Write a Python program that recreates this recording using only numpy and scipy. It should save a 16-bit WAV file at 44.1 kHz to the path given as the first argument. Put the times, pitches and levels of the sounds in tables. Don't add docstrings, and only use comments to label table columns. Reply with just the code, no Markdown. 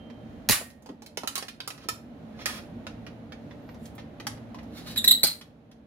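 import sys
import numpy as np
from scipy import signal
from scipy.fft import rfft, irfft, next_fast_len
from scipy.io import wavfile
from scipy.ndimage import uniform_filter1d, map_coordinates

SR = 44100
rng = np.random.default_rng(int(sys.argv[2]) if len(sys.argv) > 2 else 0)


def voltage_ratio(decibels):
    exponent = np.asarray(decibels, float) / 20
    return 10 ** exponent


def output_pcm(signal):
    pcm = np.clip(np.atleast_2d(signal).T, -1, 1) * 32767
    wavfile.write(sys.argv[1], SR, np.round(pcm).astype(np.int16))


N = 258426
T = np.arange(N) / SR


def colour(x, points):
    hz, db = np.transpose(points)
    size = next_fast_len(x.shape[-1])
    f = np.maximum(np.fft.rfftfreq(size, 1 / SR), 1)
    gain = voltage_ratio(np.interp(np.log(f), np.log(hz), db))
    return irfft(rfft(x, size) * gain, size)[..., :x.shape[-1]]


def band(x, hz, width):
    return signal.lfilter(*signal.iirpeak(hz, hz / width, SR), x)


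def unit(x):
    return x / np.sqrt(np.mean(x ** 2))


def walk(rate):
    hold = int(SR / rate)
    steps = np.repeat(rng.standard_normal(N // hold + 1), hold)
    return 1.2 * uniform_filter1d(steps, hold)[:N]


def add(out, s, x):
    i = round(s * SR)
    out[i:i + len(x)] += x[:N - i]


# start in seconds, rough peak in dB,
# the shell ring woken best in Hz, tilt of the lows in dB, tilt of the highs in dB.
BLOWS = [(0.1011, -40, 3250, -8, -30), (0.4889, -4.5, 4000, -20, -7), (0.4961, -3.5, 2500, -4.5, -3.5),
         (0.5092, -4, 4500, -19, -5.5), (0.5199, -8, 1900, -31, -7), (0.7029, -43, 3250, -22, -12),
         (0.8233, -49.5, 860, -10, -3), (0.8608, -36, 860, 1, -16), (0.8907, -35, 860, -2.5, -25.5),
         (1.0216, -36, 860, -6, -16), (1.0623, -35, 4500, -28, -10), (1.1728, -16, 1200, -12, -16),
         (1.2347, -22, 1280, -2, -22), (1.2746, -12.5, 1280, -22, -9.5), (1.3554, -14, 4000, -18, -3),
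         (1.3791, -17, 4500, -11.5, -8), (1.4256, -22, 1900, -10, -21), (1.4835, -25.5, 3250, -28, -25),
         (1.6035, -21, 3250, -21, -25.5), (1.6765, -17.5, 1280, -10, -5.5),
         (1.7041, -23.5, 2460, -15.5, -17.5), (1.7784, -37.5, 1400, -8, -22),
         (1.8415, -39.5, 1370, -3.5, -21), (1.8875, -12, 1280, -17, -12), (2.392, -35, 1500, -10, -35.5),
         (2.4581, -10.5, 1900, -14.5, -13.5), (2.4944, -27, 1600, -8, -18), (2.586, -33, 1900, -12.5, -34),
         (2.8679, -23.5, 1500, -12, -29), (3.0662, -31.5, 2000, -13.5, -31),
         (3.3221, -32.5, 2600, -17.5, -32.5), (3.5106, -37.5, 1800, -9, -39.5),
         (3.6906, -36.5, 1800, -3, -36), (3.7448, -46, 1000, -12, -20), (3.8562, -38, 3250, -21, -8),
         (3.9518, -41.5, 860, -6, 19), (3.9814, -33, 1900, -4, -28), (4.2004, -29.5, 1900, -10, -27),
         (4.2689, -14.5, 900, -16, -14), (4.374, -41, 1900, -5, -28), (4.5457, -32.5, 960, -4.5, -25),
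         (4.5874, -35.5, 1900, -9, -33), (4.6305, -44, 1900, 0, -14), (4.9596, -29.5, 3800, -20.5, -12),
         (5.0424, -14, 2000, -18, -7), (5.2323, -10.5, 4000, -17, -3.5), (5.2404, -6.5, 4500, -5, 2.5),
         (5.2494, -18, 4500, -30, -12), (5.4127, -34, 3500, -16, -22), (5.7149, -46, 3250, -14, -16.5)]
# blow peak in dB, seconds the rattle takes to fall 60 dB.
RATTLE_FADE = [(-34, .046), (-23, .023)]
# pitch in Hz, basic width in Hz (widened below), level in dB.
SHELL_RINGS = [(860, 120, -9), (1000, 140, -8), (1280, 180, -10), (1900, 270, -10.5), (2460, 350, -13),
               (3250, 460, -15), (4000, 570, -16), (4500, 640, -17)]


def knocks():
    crest_db = 8.5
    mode_fall_db_per_octave = 30
    lead = 256
    out, t = np.zeros(N), T[:4096]
    for s, db, ring_hz, low_db, high_db in BLOWS:
        t60 = np.interp(db, *np.transpose(RATTLE_FADE))
        grit = rng.standard_normal((2, len(t)))
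        blow = grit[0] * voltage_ratio(2.5 * grit[1])
        blow = blow * voltage_ratio(-60 * t / max(t60, .003)) * np.minimum(t / 0.00055, 1)
        blow[0] = voltage_ratio(-4.5) * np.sqrt(np.sum(blow ** 2))
        padded = np.r_[np.zeros(lead), blow]
        tint = [(120, low_db - 7.5), (400, low_db + 11.5), (900, low_db + 11.5), (1600, 0),
                (3000, .15 * high_db), (5500, .5 * high_db + 5.5), (8500, high_db + 6),
                (11000, high_db + 7.5), (16000, 1.3 * high_db + 2.5)]
        x = unit(colour(padded, tint))
        for hz, width, mode_db in SHELL_RINGS:
            mode = band(band(padded, hz, 1.5 * width), hz, 1.5 * width)
            weaker_db = mode_fall_db_per_octave * abs(np.log2(hz / ring_hz))
            x = x + voltage_ratio(mode_db - weaker_db) * unit(mode)
        starting_rms = np.sqrt(t60 * SR / (2 * np.log(1000) * len(padded)))
        add(out, s - lead / SR, voltage_ratio(db - crest_db) * x * starting_rms)
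    return out


# start in seconds, level in dB, middle pitch in Hz,
# length in seconds, glide over the squeak as a share of the pitch.
SLIPS = [(4.966, -32, 3830, .014, .001), (4.972, -31, 3990, .01, .01), (4.976, -19.5, 3720, .0074, -.1),
         (4.985, -25, 3650, .007, .08), (5.043, -19, 3933, .011, -.04), (5.058, -35, 4104, .006, .017),
         (5.076, -9, 3795, .011, -.12), (5.109, -8.5, 3910, .0099, .03), (5.114, -15, 4078, .01, .05),
         (5.233, -9.5, 4163, .005, .06), (5.236, -15, 4657, .006, .1), (5.247, -20, 4900, .005, -.05),
         (5.268, -21.5, 4163, .014, .01)]
# multiple of the pitch, level in dB.
SQUEAK_HARMONICS = [(1, 1.5), (2, -6.5), (3, -6.5), (4, -13.5)]


def squeaks():
    half_pitch_db, scrape_db = -24, -28.5
    out = np.zeros(N)
    for s, db, hz, length, glide in SLIPS:
        t = T[:int(max(length, .002) * SR)]
        u = t / t[-1]
        chance = rng.standard_normal((3, 4096))
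        jitter, flutter = uniform_filter1d(chance[:2], size=30, axis=1)[:, :len(t)]
        pitch = hz * (1 + glide * (u - .5) + .09 * jitter)
        phase = 2 * np.pi * np.cumsum(pitch) / SR
        x = sum(voltage_ratio(d) * np.sin(k * phase + k * k) for k, d in SQUEAK_HARMONICS)
        x = x + voltage_ratio(half_pitch_db) * np.sin(phase / 2)
        x = x * voltage_ratio(6.2 * flutter) + voltage_ratio(scrape_db) * chance[2, :len(t)]
        swell = np.sin(np.pi * u ** 0.62)
        add(out, s, voltage_ratio(db) * swell * x)
    return out


# peak time in seconds, level in dB, highs against it in dB, seconds to swell by 60 dB,
# seconds to fade by 60 dB.
SCRATCHES = [(.521, -27, 3, .005, .22), (1.356, -36.5, -10.5, .01, .17), (1.486, -44, -4, .01, .04),
             (1.84, -55, -15, .3, .1), (2.42, -45, -21, .12, .09), (2.46, -37, -6, .004, .36),
             (2.58, -51, -10, .5, .04), (3.86, -63, 5, .2, .12), (3.994, -50, -24, .04, .07),
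             (4.78, -50.5, -4, .16, .22), (4.874, -47, -3.5, .065, .1), (4.91, -48, -3, .1, .15),
             (4.961, -42, -4, .005, .09), (5.26, -38, 4, .03, .2)]


def drawn_out_noise():
    plunger_hz, plunger_width_hz, plunger_db = 4050, 600, -2
    plunger_from_s = 4.7
    grain = rng.standard_normal(N) * voltage_ratio(walk(300))
    body = unit(colour(grain, [(500, -16.5), (1300, 1.5), (3000, 0), (6000, -4.5), (7500, -26.5)]))
    top = unit(colour(grain, [(5500, -41), (7000, 6.5), (8500, 4.5), (10500, 5), (15000, 1)]))
    tube = unit(band(grain, plunger_hz, plunger_width_hz))
    body = body + voltage_ratio(plunger_db) * (T > plunger_from_s) * tube
    out = 0
    for s, db, high_db, swell, fade in SCRATCHES:
        drop_db = 60 * np.maximum((s - T) / swell, (T - s) / fade)
        out = out + voltage_ratio(db - drop_db) * (body + voltage_ratio(high_db) * top)
    return out


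# start in seconds, level in dB, centre in Hz, seconds to fall 60 dB,
# deep bass in dB.
BUMPS = [(0.497, -16.5, 201, .082, 2), (.605, -36, 668.7, .102, -42), (0.894, -37, 300, .21, -42),
         (1.175, -36, 454.5, .09, -30), (1.236, -35, 300, .0805, -29), (1.856, -36, 277, .0476, -25),
         (5.238, -21, 290, .045, -21.5)]


def thumps():
    alike, alike_at_db, loss_per_db = .85, -35, .065
    out, t = np.zeros((2, N)), T[:8192]
    for s, db, hz, t60, deep_db in BUMPS:
        tint = [(40, deep_db), (hz, 0), (1.4 * hz, -10), (9 * hz, -60)]
        noise = [unit(colour(v, tint)) for v in rng.standard_normal((2, len(t)))]
        fade = voltage_ratio(db - 60 * t / t60) * np.minimum(t / 0.0014, 1)
        shared = np.clip(alike - loss_per_db * (db - alike_at_db), -1, 1)
        add(out[0], s, fade * noise[0])
        add(out[1], s, fade * (shared * noise[0] + np.sqrt(1 - shared ** 2) * noise[1]))
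    return out


# struck at in seconds, pitch in Hz, level in dB, seconds to fall 60 dB.
GLASS = [(0, 3138, -59, 1.5), (0, 2789, -70, 1.0), (.5, 1857, -38.5, .55), (2.345, 1680, -56, .2),
         (4.275, 1880, -52, .3)]


def rings():
    out = np.zeros(N)
    for s, hz, db, t60 in GLASS:
        add(out, s, voltage_ratio(db - 60 * T / t60) * np.sin(2 * np.pi * hz * T))
    return out


# time in seconds, upper pitch in Hz, level in dB.
WHISTLE_PATH = [(3.615, 13900, -84), (3.63, 14000, -70.5), (3.655, 13750, -77), (3.70, 14600, -67),
                (3.735, 13800, -72), (3.75, 13500, -87.5)]


def whistle():
    s, hz, db = np.transpose(WHISTLE_PATH)
    phase = 2 * np.pi * np.cumsum(np.interp(T, s, hz)) / SR
    level = voltage_ratio(np.interp(T, s, db, -200, -200))
    return level * (np.sin(phase) + 0.72 * np.sin(0.815 * phase))


# band centre in Hz, seconds to fall 60 dB, level in dB.
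ROOM_BANDS = [(250, 0.26, -4), (800, 0.3, -1.5), (2076, 0.32, -3.5), (3943, 0.24, -1.5), (6500, .26, -3),
              (9000, .25, -0.5), (14000, 0.28, -10)]


def echoes(count):
    table_t60_s, table_db = 0.041, -3
    t = T[:SR // 2]
    spectrum = rfft(rng.standard_normal((count, 2, len(t))))
    hz = np.arange(spectrum.shape[2]) * SR / len(t) + 1
    place = np.interp(np.log(hz), np.log(np.array(ROOM_BANDS)[:, 0]), np.arange(len(ROOM_BANDS)))
    tail = 0
    for k, (_, t60, db) in enumerate(ROOM_BANDS):
        share = np.maximum(1 - np.abs(place - k), 0)
        part = irfft(spectrum * share, len(t))
        tail = tail + part * voltage_ratio(db - 60 * t / t60) * np.sqrt(2 * np.log(1000) / t60 / SR)
    scatter = irfft(spectrum, len(t)) * voltage_ratio(table_db - 60 * t / table_t60_s)
    scatter = scatter * np.sqrt(2 * np.log(1000) / table_t60_s / SR)
    return (tail + scatter) * np.clip((t - .001) / .0015, 0, 1)


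def room(x):
    hop = SR // 5
    out = np.zeros((N, 2))
    for k, tail in enumerate(echoes(count=N // hop + 1)):
        stretch = x[None, k * hop:(k + 1) * hop]
        add(out, k * hop / SR, signal.fftconvolve(stretch, tail, axes=1).T)
    return out.T


# time in seconds, level in dB.
TONE_LEVEL = [(0, -44), (0.45, -43.5), (0.72, -51), (1.63, -51), (2.32, -43), (2.89, -42), (3.3, -44),
              (5.09, -42), (5.42, -52.5), (5.86, -53)]
# frequency in Hz, relative level in dB per Hz.
AIR_COLOUR = [(15, -24), (25, -14.5), (92, -2.5), (180, -4), (229, 6), (384, -10.5), (591, -7),
              (818, -12.5), (988, -21), (1480, -22), (4140, -34), (7710, -92.5), (9570, -49.5),
              (14000, -52), (16000, -56)]
# centre in Hz, width in Hz, level against the air in dB.
HUM_LINES = [(113, 10, -13), (159, 20, -11), (225.2, 7.3, -9), (283, 12, -17), (456, 10, -19),
             (591, 20, -22.5)]
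# frequency in Hz, likeness (1 is identical, no unit).
ALIKENESS = [(60, .93), (300, 0.92), (640, 0.49), (1400, 0)]
# frequency in Hz, left minus right in dB.
BALANCE = [(60, -2.5), (110, 0), (200, -1), (380, -3), (700, -3), (1290, -2.0), (2380, -1.5), (4400, -6),
           (8120, -1.5), (15000, 1.5)]


def room_tone():
    hz, alike = np.transpose(ALIKENESS)
    alike = np.clip(alike, 0, .99)
    mid, side = rng.standard_normal((2, N))
    mid = colour(mid, np.c_[hz, 10 * np.log10((1 + alike) / 2)])
    side = colour(side, np.c_[hz, 10 * np.log10((1 - alike) / 2)])
    hz, lean_db = np.transpose(BALANCE)
    left = colour(mid + side, np.c_[hz, lean_db / 2])
    right = colour(mid - side, np.c_[hz, -lean_db / 2])
    pair = np.array([left, right])
    air = unit(colour(pair, AIR_COLOUR))
    rumble = unit(band(band(pair, 70, 60), 70, 60))
    air = air + voltage_ratio(-16 + 1.7 * walk(13)) * rumble
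    hum = sum(voltage_ratio(db + 3.0 * walk(5)) * unit(band(pair, f, w)) for f, w, db in HUM_LINES)
    s, db = np.transpose(TONE_LEVEL)
    return unit(air + hum) * voltage_ratio(np.interp(T, s, db))


# time in seconds, left minus right in dB, how late the left is in milliseconds.
POSITION = [(0, -9.5, .023), (0.501, -2.5, 0), (0.901, -6.5, .13), (2.5, -4.5, .11), (3.6, -6, .054),
            (3.9, -3, -.05), (5.2, -2.5, -.095)]


def scene():
    toy = knocks() + squeaks() + drawn_out_noise()
    s, pan_db, late_ms = np.transpose(POSITION)
    pan_db = np.interp(T, s, pan_db)
    late = np.interp(T, s, late_ms) * SR / 1000
    lean = voltage_ratio(np.array([pan_db, -pan_db]) / 2)
    near = toy + rings() + whistle()
    direct = np.array([map_coordinates(near, [np.arange(N) - sign * late / 2], order=3) for sign in (1, -1)])
    return direct * lean + room(toy) * np.sqrt(lean) + thumps() + room_tone()


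def band_limit(x):
    return signal.sosfilt(signal.butter(12, 16980, fs=SR, output="sos"), x)


# frequency in Hz, gain in dB.
TREBLE_SHAPE = [(6800, 0), (8200, -6), (9400, -0.5), (15600, 0), (16100, -14)]


def record(dry):
    heard = colour(dry, TREBLE_SHAPE)
    x = signal.sosfilt(signal.butter(3, 35, "high", fs=SR, output="sos"), heard)
    return band_limit(np.clip(x, -1, 1))


dry = scene()
out = record(dry)
output_pcm(out)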